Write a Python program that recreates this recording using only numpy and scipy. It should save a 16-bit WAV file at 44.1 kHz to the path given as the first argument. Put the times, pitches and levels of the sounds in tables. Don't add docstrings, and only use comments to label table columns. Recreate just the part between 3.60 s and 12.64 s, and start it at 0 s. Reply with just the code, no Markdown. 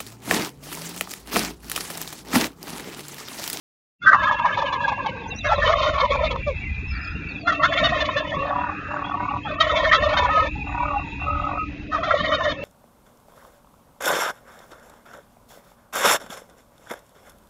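import sys
import numpy as np
from scipy import signal
from scipy.io import wavfile
from scipy.ndimage import uniform_filter1d

SR = 44100
rng = np.random.default_rng(int(sys.argv[2]) if len(sys.argv) > 2 else 0)


def natural_amplitude(level_db):
    exponent = np.asarray(level_db, float) / 20
    return 10 ** exponent


def inscribe(sig):
    pcm = np.round(np.clip(np.atleast_2d(sig).T, -1, 1) * 32767)
    wavfile.write(sys.argv[1], SR, pcm.astype(np.int16))


N = 398663
T = np.arange(N) / SR


def rms_one(x):
    return x / np.sqrt(np.mean(np.abs(x) ** 2) + 1e-20)


def in_time(tables, fade_s=0.0056):
    t, *columns = np.transpose(np.concatenate(tables))
    gate = 0
    for table in tables:
        inside_s = np.minimum(T - table[0][0], table[-1][0] - T)
        gate = gate + np.clip(inside_s / fade_s + .5, 0, 1)
    return [np.minimum(gate, 1)] + [np.interp(T, t, c) for c in columns]


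def drift(rate_hz, channels=1):
    pole = np.exp(-16 * np.pi * rate_hz / SR)
    sos = [[0.98, 0.0087, 0.015, 1, -2 * pole, pole * pole]] * 2
    settle = 4000
    noise = rng.standard_normal((channels, N // 4 + settle + 2))
    slow = signal.sosfilt(sos, noise)[:, settle:]
    return [np.interp(np.arange(N) / 4, np.arange(len(v)), rms_one(v)) for v in slow]


def resonance(hz, width_hz, clear=0.):
    a, b = drift(width_hz, channels=2)
    clear = np.clip(clear, 0, 1)
    phase = 2 * np.pi * np.cumsum(hz + 0 * T) / SR
    in_phase = np.sqrt(2 * clear) + np.sqrt(1 - clear) * a
    return in_phase * np.sin(phase) + np.sqrt(1 - clear) * b * np.cos(phase)


# [f/Hz, relative density/dB]
AIR_SPECTRUM = [(47, -30), (80, -0.5), (267, -13.5), (427, -11.5), (506, -16.5), (684, -16.5),
                (1200, -27.5), (1370, -25), (2600, -18.5), (2920, -27.5), (7200, -46.5), (9360, -103.5),
                (15800, -120)]


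def air(level_db=-40.5, patchy_db=2.0):
    out, white = 0, rng.standard_normal((2, N))
    edges_hz = 80 * 2 ** np.arange(0, 6.9, 1 / 3)
    hz, db = np.transpose(AIR_SPECTRUM)
    for k, (low, high) in enumerate(zip(edges_hz, edges_hz[1:])):
        sos = signal.butter(2, [low, high], "band", fs=SR, output="sos")
        band = signal.sosfilt(sos, white[k % 2])
        band_db = np.interp(np.log(low * high) / 2, np.log(hz), db)
        out = out + natural_amplitude(band_db + patchy_db * drift(38.0)[0]) * band
    return natural_amplitude(level_db) * rms_one(out)


# [f/Hz, width/Hz, level/dB rms]
HUM_LINES = [(285.5, 6.5, -43), (303.8, 4.2, -44), (420.4, 350, -54)]


def motor_hum(start_s=3.43, rise_s=0.46, idle_gain=.3):
    hum = sum(natural_amplitude(db) * resonance(hz, width_hz, 0.61) for hz, width_hz, db in HUM_LINES)
    return hum * np.clip((T - start_s) / rise_s, idle_gain, 1)


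# [t/s, level/dB]
GUSTS = [(0.45, -51), (0.54, -48.5), (1.57, -50.5), (1.91, -31), (3.56, -33.5), (3.8, -48.5), (4.21, -39),
         (5.69, -50), (6.43, -31), (7.51, -37), (7.77, -30), (7.86, -36.5), (9.04, -44.5)]
# [t/s, relative peak level/dB]
BUFFET_HITS = [(4.022, -34), (4.209, -16), (4.753, -20.5), (5.612, -23.5), (5.735, -23), (5.869, -25),
               (6.549, -26.5), (6.806, -44)]


def wind(boom_hz=64.66, boom_hz_per_db=-0.1, usual_db=-35, flutter_db=-42, buffet_s=0.026):
    _, db = in_time([GUSTS])
    hz = boom_hz + boom_hz_per_db * (db - usual_db)
    boom = natural_amplitude(db) * (natural_amplitude(0.5) * resonance(hz, 18.4) + natural_amplitude(-2.0) * resonance(hz, 60))
    buffets = sum(natural_amplitude(peak_db - 12) * np.exp(-((T - t - buffet_s) / buffet_s) ** 2)
                  for t, peak_db in BUFFET_HITS)
    flutter = natural_amplitude(flutter_db + 2.9 * drift(12)[0])
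    return boom + (flutter + buffets) * resonance(165, 90)


# [t/s, relative level/dB]
FLOCK_LEVEL = [(0.42, -42), (0.5, -42), (4.23, -38.5), (5.83, -44.5), (6.17, -39), (7.7, -37),
               (9.04, -56.5)]
# [f/Hz, width/Hz, relative level/dB]
FLOCK_BANDS = [(2700, 42, 1), (2519, 72, 1.5), (2390, 19, -17), (1995, 510, -8.5), (3350, 200, -18),
               (3800, 160, -16.5), (6850, 100, -27)]


def twitter():
    out = np.zeros(N)
    _, db = in_time([FLOCK_LEVEL])
    for hz, width_hz, band_db in FLOCK_BANDS:
        wander, swell = drift(6.4, channels=2)
        gain = natural_amplitude(db + band_db - 5.5 + 4.3 * swell)
        out += gain * resonance(hz * (1 + 0.0089 * wander), width_hz, 0.5)
    return out


# [t/s, length/s, relative peak level/dB, level lost by the end/dB, opening pitch/Hz]
GOBBLE_BOUTS = [
    [(.43, 1.323, -20, 12.5, 630.4)],
    [(1.841, 0.96, -22.5, 4, 638.4)],
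    [(3.85, 1.075, -24, 12.5, 672.6), (5.86, 1.02, -25, -1.5, 670), (8.3, 0.84, -26, 3.5, 647)],
]
# [middle f/Hz at start, at peak, at end, high f/Hz at peak, low level/dB,
# brightness/dB, high level/dB at end, dip in pauses/dB]
BIRD_THROATS = [(1315, 1030, 910, 1660, -14, -16, -1.8, -6.5), (1200, 1100, 1020, 1850, -1, -9, -13, -0.5),
                (1240, 1140, 1040, 1850, -0.5, -6, 1.5, -3)]


def bout_curves():
    swell_s, swell_db, dull_start_db, tired_db = .22, 9, 13, 2
    sag_hz_per_s = 95
    high_sag = 0.034
    low_lingers = 0.64
    curves = []
    for bouts, throat in zip(GOBBLE_BOUTS, BIRD_THROATS):
        first, peak, last, high, low_db, bright_db, high_db, dip_db = throat
        edge_high = high * (1 - high_sag)
        for t, length, db, lost_db, hz in bouts:
            curves.append([
                (t, db - swell_db, hz, first, edge_high, low_db, bright_db - dull_start_db, 0, dip_db),
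                (t + swell_s, db, hz - sag_hz_per_s * swell_s, peak, high,
                 low_db, bright_db, .5 * high_db, dip_db),
                (t + length, db - lost_db, hz - sag_hz_per_s * length, last, edge_high,
                 low_db + low_lingers * lost_db, bright_db - tired_db, high_db, dip_db)])
    return curves


# [t/s, relative peak level/dB, loudest resonance f/Hz, brightness/dB, length/s]
GOBBLES = [(0.421, -6.5, 1390, -26.5, 0.0306), (.42, -23, 3400, -68, 0.055), (0.461, 4, 1518, -34.5, 0.06),
           (0.516, -1.5, 1516, -51, 0.023), (0.468, -5, 1200, -51, .045), (.548, -8.5, 1013, -47, 0.017),
           (0.529, 4.5, 1170, -40, 0.035), (0.524, -4, 1890, -61.5, 0.035),
           (0.583, -15.5, 1260, -57, 0.0938), (0.67, -5, 1216, -42, 0.027), (0.714, -2.5, 1003, -51, 0.014),
           (0.783, -19, 990, -65, 0.0339), (0.854, 0, 950, -32, 0.023), (0.888, -10.5, 1668, -31, 0.033),
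           (0.908, -18, 990, -34, 0.017), (0.972, -8.5, 952, -11.5, 0.0391), (1.02, -4.5, 908, -20, 0.018),
           (1.055, -30, 1014, -29, 0.0421), (1.127, -6.5, 999, -12, 0.027), (1.205, -25, 958, -3, 0.0799),
           (1.281, -5.5, 934, -15.5, 0.024), (1.323, -7.5, 832, -29, 0.014), (1.377, -27, 920, -34, 0.0725),
           (1.464, -6, 863, -15.5, 0.014), (1.844, -13, 2120, -10.5, 0.04), (1.847, -13, 1640, -30, .05),
           (1.847, -12, 587, -38, .035), (1.892, -6.5, 1318, -17, 0.073), (1.919, -3, 837, -27, 0.024),
           (1.982, -2, 568, -31, 0.02), (2.019, -6.5, 1742, -14, 0.044), (2.044, -10.5, 982, -8, 0.049),
           (2.075, -7, 1214, -12, 0.049), (2.09, -7.5, 650.3, -16, 0.075), (2.18, -7, 1052, -7.5, 0.035),
           (2.223, -8.5, 1072, -7.5, 0.064), (2.257, -11.5, 600, -7, 0.0883),
           (2.341, -9.5, 1097, -21, 0.0434), (2.382, -5, 1083, -36, 0.016), (2.398, -5, 1110, -30, 0.04),
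           (2.427, -7, 973, -25, 0.0515), (2.515, -9.5, 1092, -46, 0.066), (2.558, -10.5, 870, -19, 0.013),
           (2.586, -23, 577, -28, 0.03), (2.631, -10, 615, -17, 0.0463), (2.693, -22, 595, -26, 0.033),
           (2.761, -1.5, 1004, -26, 0.011), (2.864, -8.5, 565, -24, 0.0515),
           (3.873, -2.5, 1355, -14.5, 0.04), (3.923, -7.5, 1283, -12, 0.023), (3.999, -8, 1120, -53, 0.031),
           (4.033, 1, 1362, -13.5, 0.0419), (4.122, -13, 1940, -40, 0.012),
           (4.142, -15, 1889, -38.5, 0.041), (4.228, -9.5, 1830, -38, 0.069),
           (4.18, -9.5, 1347, -18.5, 0.03), (4.241, -15.5, 1455, 12.5, 0.0365),
           (4.291, -8.5, 1850, -15.5, 0.021), (4.319, -15, 1041, -8.5, 0.0983),
           (4.405, -9.5, 1748, 0, 0.028), (4.492, -9, 1017, -46, 0.015), (4.567, -8.5, 1730, -6, 0.037),
           (4.72, -21, 1840, -37, 0.029), (5.851, -16.5, 820, -58, 0.04), (6.004, -8.5, 1863, -31.5, 0.063),
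           (6.006, -3, 1236, 2, 0.025), (6.098, -7, 1257, -45.5, 0.033), (6.169, -11, 1052, -6.5, 0.043),
           (6.247, -4.5, 1763, -60, 0.025), (6.315, 0, 1880, -21.5, 0.028), (6.328, 0, 1268, -7, 0.045),
           (6.423, -10.5, 591.5, -5.5, 0.048), (6.572, -10, 1520, 3.5, 0.025),
           (8.318, -10, 1240, -16.5, 0.053), (8.348, -7, 1223, -41, 0.025), (8.379, -10.5, 649, -25, 0.044),
           (8.434, -7.5, 1322, -13.5, 0.027), (8.457, -21, 778, -6, 0.056), (8.51, 0, 1340, -35, 0.017),
           (8.543, -6, 611.4, -31, 0.014), (8.588, -31, 1090, -28, 0.012), (8.633, -10.5, 1850, -38, 0.043),
           (8.687, -29, 1590, 17.5, 0.0051), (8.718, -9.5, 1850, -12, 0.024),
           (8.738, -14.5, 1397, 5.5, 0.035), (8.805, -11.5, 1026, -20, 0.03),
           (8.844, -12, 1850, -35, 0.043), (8.85, -11, 603, -31, 0.048), (8.887, -15, 1800, 0, 0.048)]
# [t/s, share of pitch gained over the syllable]
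PITCH_SLIDES = [(.531, -0.052), (1.919, -0.18), (2.045, -0.13), (2.098, 0.069), (2.379, 0.089),
                (2.427, -0.103), (2.591, 0.087), (2.706, -0.15), (2.869, -0.16), (4.032, 0.18),
                (5.851, -0.22), (6.248, 0.04), (6.313, 0.26), (6.327, .1), (8.314, -0.049), (8.352, -0.088),
                (8.432, 0.095), (8.509, 0.1)]


def gobbler(rough=.18, rough_hz=60, effort_db_per_db=0.5, rasp_db=-8.5, voice_db=-10, tilt_db=-3,
            glide=.18, arch_top=0.498, attack=0.18, fall=2.63, puff_db=-16.5):
    lock_below, lock_above = .2, .3
    treble_hz, bright_hz, bright_db_per_khz = 2300, 3400, -16.5
    bright_at, bright_span = 0.54, 0.59
    out = np.zeros(N)
    rough_level, rough_phase, rough_voice = drift(rough_hz, channels=3)
    hoarse_sin, hoarse_cos = drift(210, channels=2)
    _, _, voice_hz, _, _, low_db, _, high_db, _ = in_time(bout_curves())
    sos = signal.butter(2, [1500, 5500], "band", fs=SR, output="sos")
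    puff = rms_one(signal.sosfilt(sos, rng.standard_normal(N)))

    onsets = np.array(GOBBLES)[:, 0]
    slides = np.zeros(len(GOBBLES))
    for t, share in PITCH_SLIDES:
        slides[np.argmin(np.abs(onsets - t))] = share

    for (t, db, loud_hz, bright_db, length), slide in zip(GOBBLES, slides):
        length = max(length, .006)
        i = slice(round((t - .008) * SR), round((t + 2 * length) * SR))
        pitch = voice_hz[i.start]
        nearest = round(loud_hz / pitch)
        if -lock_below < loud_hz / pitch - nearest < lock_above:
            pitch = loud_hz / nearest
        u = np.maximum(T[i] - t + 0.0054, 0) / length
        shape = (1 - np.exp(-(u / attack) ** 2)) * np.exp(-(1.044 * u) ** fall)
        bend = 1 + glide * (.15 - (u - arch_top) ** 2) + slide * (u - .5)
        turn = 2 * np.pi * np.cumsum(bend) / SR
        treble = np.exp(-((u - bright_at) / bright_span) ** 2) / (shape + 0.17)

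        tone = (1 + rough * rough_level[i]) * np.sin(loud_hz * turn + rough * rough_phase[i])
        rasp = hoarse_sin[i] * np.sin(loud_hz * turn) + hoarse_cos[i] * np.cos(loud_hz * turn)
        tone += natural_amplitude(effort_db_per_db * db + rasp_db) * rasp
        for k in range(1, 10):
            hz = k * pitch
            if k == 1:
                level_db = low_db[i] - 17.5
            elif hz < treble_hz:
                level_db = voice_db + tilt_db * (k - 2) + high_db[i] * (k > 2)
            else:
                level_db = bright_db + bright_db_per_khz * abs(hz - bright_hz) / 1000
            opening = 1 if hz < treble_hz else treble
            phase = k * (pitch * turn + rough * rough_level[i] / 3) + k * k
            tone += natural_amplitude(level_db) * opening * (1 + rough * rough_voice[i]) * np.sin(phase)
        breath = natural_amplitude(puff_db + .5 * bright_db + 0.0) * treble * puff[i]
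        out[i] += natural_amplitude(db - 9.5) * shape * (tone + breath)
    return out


# [width/Hz, relative level/dB, share of pitch wobble]
CHORUS_THROATS = [(55, 3, .05), (80, 0, .06), (45, -3, .025), (70, -8, .03)]
# [f/Hz, width/Hz, relative level/dB]
CHORUS_UPPER = [(2192, 180, 1), (3074, 82, -2.5), (3500, 44, -3), (3670, 110, -11), (4000, 480, -9),
                (5510, 1300, -16), (6930, 180, -25.5)]


def chorus(clear=.5, lumpy_db=3.5, lump_hz=22, pause_s=0.04, throb_hz=43.8, throb=0.33, pitch_fall=.08):
    gate, db, low, middle, high, low_db, bright_db, high_db, gap_db = in_time(bout_curves(), fade_s=0.043)
    lumps, bends = drift(lump_hz, channels=5), drift(18, channels=4)
    top = 0
    for hz, width_hz, top_db in CHORUS_UPPER:
        gain = natural_amplitude(top_db + 3.5 * drift(12)[0])
        moving_hz = hz * (1 + .025 * drift(10)[0])
        top = top + gain * resonance(moving_hz, width_hz, clear * (width_hz < 200))

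    onsets, lengths = np.transpose(sorted(GOBBLES))[[0, 4]]
    last = np.maximum(np.searchsorted(onsets, T) - 1, 0)
    since_s = T - np.maximum.accumulate(onsets + lengths)[last]
    progress = np.clip((T - onsets[last]) / lengths[last], 0, 1)
    sweep = 1 + pitch_fall * uniform_filter1d(.5 - progress, size=200)
    centres = low * sweep, middle * sweep, high, 1.25 * middle * sweep
    parts = [natural_amplitude(part_db + lumpy_db * lump) * resonance(hz * (1 + wobble * bend), width_hz, clear)
             for hz, (width_hz, part_db, wobble), lump, bend in zip(centres, CHORUS_THROATS, lumps, bends)]

    beat_hz = throb_hz * (1 + 0.1005 * lumps[4])
    beat = 1 + throb * np.cos(2 * np.pi * np.cumsum(beat_hz) / SR)
    pause_db = gap_db * uniform_filter1d(np.clip(since_s / pause_s, 0, 1) ** 2, size=300)
    blur = natural_amplitude(low_db) * parts[0] + beat * parts[1] + natural_amplitude(high_db) * parts[2] + parts[3]
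    blur += natural_amplitude(bright_db + .5 * pause_db + lumpy_db * lumps[4]) * top
    return gate * natural_amplitude(db - 4.0 + pause_db) * blur


# [t/s, length/s, level lost/dB]
BREATH_DIPS = [(0.504, 0.0074, 9), (1.956, 0.041, 5.5), (2.004, 0.019, 2.5), (2.144, 0.047, 4.5),
               (2.208, 0.0078, 4), (2.306, 0.027, 6.5), (2.367, 0.012, 2), (2.464, 0.041, 8),
               (2.54, 0.0087, 3), (2.566, 0.03, 8.5), (2.683, 0.025, 13), (2.738, 0.022, 6.5),
               (2.763, 0.1065, 12), (3.963, 0.05, 3.5), (4.067, 0.045, 7), (8.388, 0.041, 6),
               (8.612, 0.028, 5), (8.758, 0.021, 5.5), (8.928, 0.11, 10)]


def breathing(edge_s=0.0066):
    lost_db = sum(db * np.clip(np.minimum(T - t, t + length - T) / edge_s + .5, 0, 1)
                  for t, length, db in BREATH_DIPS)
    return natural_amplitude(-lost_db)


# [t/s, f/Hz, relative level/dB]
BIRD_CHIPS = [(1.63, 3680, -52), (1.704, 4000, -48), (1.785, 4000, -40), (1.87, 3960, -36),
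              (3.14, 4130, -59), (3.321, 4530, -57), (3.349, 4850, -50), (3.44, 4700, -53),
              (3.685, 4670, -51), (1.955, 4020, -38.5), (3.7, 3800, -58), (3.75, 3740, -58)]
# [t/s, f/Hz, relative level/dB]
WARBLER_PHRASES = [(2.514, 2405, -39), (2.792, 2393, -42.5), (3.077, 2454, -42), (3.3, 2394, -42.5),
                   (3.58, 2390, -46), (6.779, 2420, -52)]
# [t/s, length/s, from f/Hz, to f/Hz, relative level/dB]
BIRD_WHISTLES = [(1.672, 0.033, 5950, 6440, -53), (1.695, 0.065, 2700, 2740, -41.5),
                 (1.748, 0.046, 5580, 6150, -47), (1.832, 0.064, 5500, 6240, -48.5),
                 (3.03, 0.085, 2100, 2000, -43), (2.88, 0.1, 2310, 2060, -40),
                 (3.27, 0.083, 5270, 5130, -53), (3.37, 0.18, 5030, 5020, -52),
                 (3.0, 0.073, 2350, 2270, -40), (3.79, 0.086, 4886, 3910, -55.5),
                 (5.44, 0.086, 3270, 3450, -44.5), (5.584, 0.15, 2120, 2324, -45.5),
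                 (5.69, 0.025, 2660, 2980, -43), (5.83, 0.087, 3180, 3510, -45),
                 (7.166, 0.13, 2400, 2300, -42.5), (8.957, 0.1, 2630, 2700, -45)]


def bird_notes():
    chip_s, chip_fall = 0.037, 0.12
    note_s, note_sag, flick_s, flick_rise = 0.15, 0.033, 0.0738, .07
    notes = BIRD_WHISTLES + [(t, chip_s, hz, hz * (1 - chip_fall), db) for t, hz, db in BIRD_CHIPS]
    for t, hz, db in WARBLER_PHRASES:
        notes += [(t, note_s, hz, hz * (1 - note_sag), db),
                  (t + note_s - .01, flick_s, hz * (1 - note_sag / 2), hz * (1 + flick_rise), db)]
    return notes


def small_birds():
    out, (flutter, waver) = np.zeros(N), drift(42, channels=2)
    for t, length, from_hz, to_hz, db in bird_notes():
        i = slice(round(t * SR), min(round((t + length) * SR), N))
        u = np.clip((T[i] - t) / length, 0, 1)
        hz = (to_hz + (from_hz - to_hz) * (1 - u)) * (1 + 0.012 * waver[i])
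        level = natural_amplitude(db + 7) * (1 + 0.6 * flutter[i]) * np.sin(np.pi * u) ** .5
        out[i] += level * np.sin(2 * np.pi * np.cumsum(hz) / SR)
    return out


# [t/s, relative level/dB, lower resonance f/Hz, upper resonance f/Hz]
FOWL_CALLS = [
    [(3.3, -45, 1372, 1650), (3.36, -27.5, 1366, 1820), (3.8, -45, 1430, 1610)],
    [(4.85, -31, 1220, 1713), (5.408, -28, 1290, 1640), (5.5, -63, 1090, 1600)],
]


def rasps():
    gate, db, lower_hz, upper_hz = in_time(FOWL_CALLS, fade_s=0.037)
    return gate * natural_amplitude(db - 10.0) * (resonance(lower_hz, 83) + resonance(upper_hz, 150))


# [f/Hz, width/Hz, relative level in rolls/dB]
PURR_MODES = [(584, 35, -7.5), (735, 89, -1.5), (830, 17, 0.5), (918, 9.8, -6.5), (977, 13, -4.5),
              (1135, 110, 2.5), (1225, 82, -2.5), (1272, 28, -11.5), (1452, 490, -2.5), (1850, 310, -10.5)]
# [t/s, length/s, relative level/dB, t of one pulse/s, pulse rate/Hz]
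PURR_ROLLS = [(4.804, 0.33, -39, 4.989, 37), (5.277, 0.28, -41.5, 5.5, 38), (5.5, .3, -40, 5.44, 36.5),
              (6.484, 0.25, -36, 6.6, 33), (7.044, 0.4, -41.5, 7.234, 37.2),
              (7.585, 0.28, -43.5, 7.4, 45), (7.852, 0.14, -37, 7.915, 48)]
# [t/s, length/s, favoured f/Hz, relative level/dB]
PURR_NOTES = [(4.735, 0.11, 1135, -28.5), (4.832, 0.084, 1135, -40), (4.854, 0.17, 735, -36),
              (4.906, 0.034, 1135, -27), (4.938, 0.14, 977, -29.5), (5.094, 0.034, 1135, -31),
              (5.115, 0.037, 830, -34), (5.279, 0.12, 570.5, -29.5), (5.344, 0.11, 1135, -41.5),
              (5.517, 0.052, 1135, -30), (5.57, 0.1, 977, -28.5), (5.736, 0.042, 977, -31.5),
              (5.673, 0.125, 1135, -36), (6.567, 0.073, 977, -25), (6.635, 0.029, 977, -14.5),
              (6.69, 0.15, 1272, -16.5), (6.837, 0.018, 1225, -38), (6.94, 0.12, 830, -42),
              (7.131, 0.12, 977, -26.5), (7.236, 0.088, 1225, -31), (7.286, .075, 1167, -19),
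              (7.22, 0.12, 592, -38), (7.341, 0.052, 830, -24.5), (7.419, 0.071, 918, -42),
              (7.5, 0.095, 918, -46.5), (7.665, 0.21, 599.8, -29.5), (7.666, 0.15, 1272, -25),
              (7.822, 0.07, 1272, -27), (7.972, 0.075, 1272, -23.5)]


def purring(spread=0.022, clear=.85, edge_s=0.015):
    roll_throb, roll_edge = .85, 0.13
    steady_db, throb_per_db = -20, .075
    full_throb_hz = 760
    mode_wander, waver_db, grit_share = .012, 2.5, .22
    count = len(PURR_MODES)
    starts, pulses, rates = np.transpose(PURR_ROLLS)[[0, 3, 4]]
    roll = np.maximum(np.searchsorted(starts, T) - 1, 0)
    beat = np.cos(2 * np.pi * rates[roll] * (T - pulses[roll]) + .3 * drift(10)[0])
    grit = np.sqrt(1 - grit_share) + np.sqrt(grit_share) * np.array(drift(45, channels=count))
    waver = waver_db * np.array(drift(5.85, channels=count))
    modes = [resonance(hz * (1 + mode_wander * drift(9.11)[0]), width_hz, clear)
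             for hz, width_hz, _ in PURR_MODES]
    roll_shares = [natural_amplitude(db + v) * n for (_, _, db), v, n in zip(PURR_MODES, waver, grit)]

    strokes = [(t, length, db, roll_throb, roll_edge * length, roll_shares)
               for t, length, db, *_ in PURR_ROLLS]
    for t, length, favoured_hz, db in PURR_NOTES:
        shares = [np.exp(-(np.log(favoured_hz / hz) / spread) ** 2) + 0 * T for hz, _, _ in PURR_MODES]
        strokes.append((t, length, db, throb_per_db * (steady_db - db), edge_s, shares))

    out = np.zeros(N)
    for t, length, db, depth, rise_s, shares in strokes:
        i = slice(round(t * SR), round((t + length) * SR))
        edges = np.clip(np.minimum(T[i] - t, t + length - T[i]) / rise_s, 0, 1)
        ringing = 0
        for share, mode, (hz, _, _) in zip(shares, modes, PURR_MODES):
            throb = 1 + np.clip(depth, 0, 1) * beat[i] * min(hz / full_throb_hz, 1) ** 2
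            ringing = ringing + throb * share[i] * mode[i]
        out[i] += natural_amplitude(db) * edges * ringing
    return out


def yard(x, echo_db=-20, t60_s=.17):
    t = T[:int(.3 * SR)]
    dull = signal.lfilter([1], [1, -.6], rng.standard_normal(len(t)))
    tail = dull * natural_amplitude(-60 * t / t60_s) * (t > .006)
    return x + natural_amplitude(echo_db) * signal.fftconvolve(x, tail / np.linalg.norm(tail))[:N]


def scene():
    start_s, fade_s = 0.385, 0.063
    breath = breathing()
    echoing = yard(twitter() + breath * gobbler() + small_birds() + purring())
    mix = air() + motor_hum() + wind() + echoing + breath * chorus() + rasps()
    return (mix * np.clip((T - start_s) / fade_s, 0, 1) ** 2)[None]


def suppress(x, share=0.047, least_db=-14):
    z = signal.stft(x, nperseg=1024, noverlap=768)[2]
    power = uniform_filter1d(np.abs(z) ** 2, size=5, axis=-1) + 1e-18
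    around = uniform_filter1d(uniform_filter1d(power, size=31, axis=-2), size=15, axis=-1)
    gain = np.sqrt(np.clip(1 - share * around / power, natural_amplitude(2 * least_db), 1))
    return signal.istft(z * gain, nperseg=1024, noverlap=768)[1][..., :N]


def low_pass(x):
    return signal.sosfilt(signal.butter(12, 7470, fs=SR, output="sos"), x)


def record(dry):
    stop_hz, overload, knee = 7420, .97, 10
    x = signal.sosfilt(signal.butter(2, 32, "high", fs=SR, output="sos"), dry)
    x = suppress(x)
    x = signal.sosfilt(signal.cheby2(18, 60, stop_hz, fs=SR, output="sos"), x)
    rounded = x / (1 + np.abs(x / overload) ** knee) ** (1 / knee)
    return low_pass(rounded)


dry = scene()
out = record(dry)
inscribe(out)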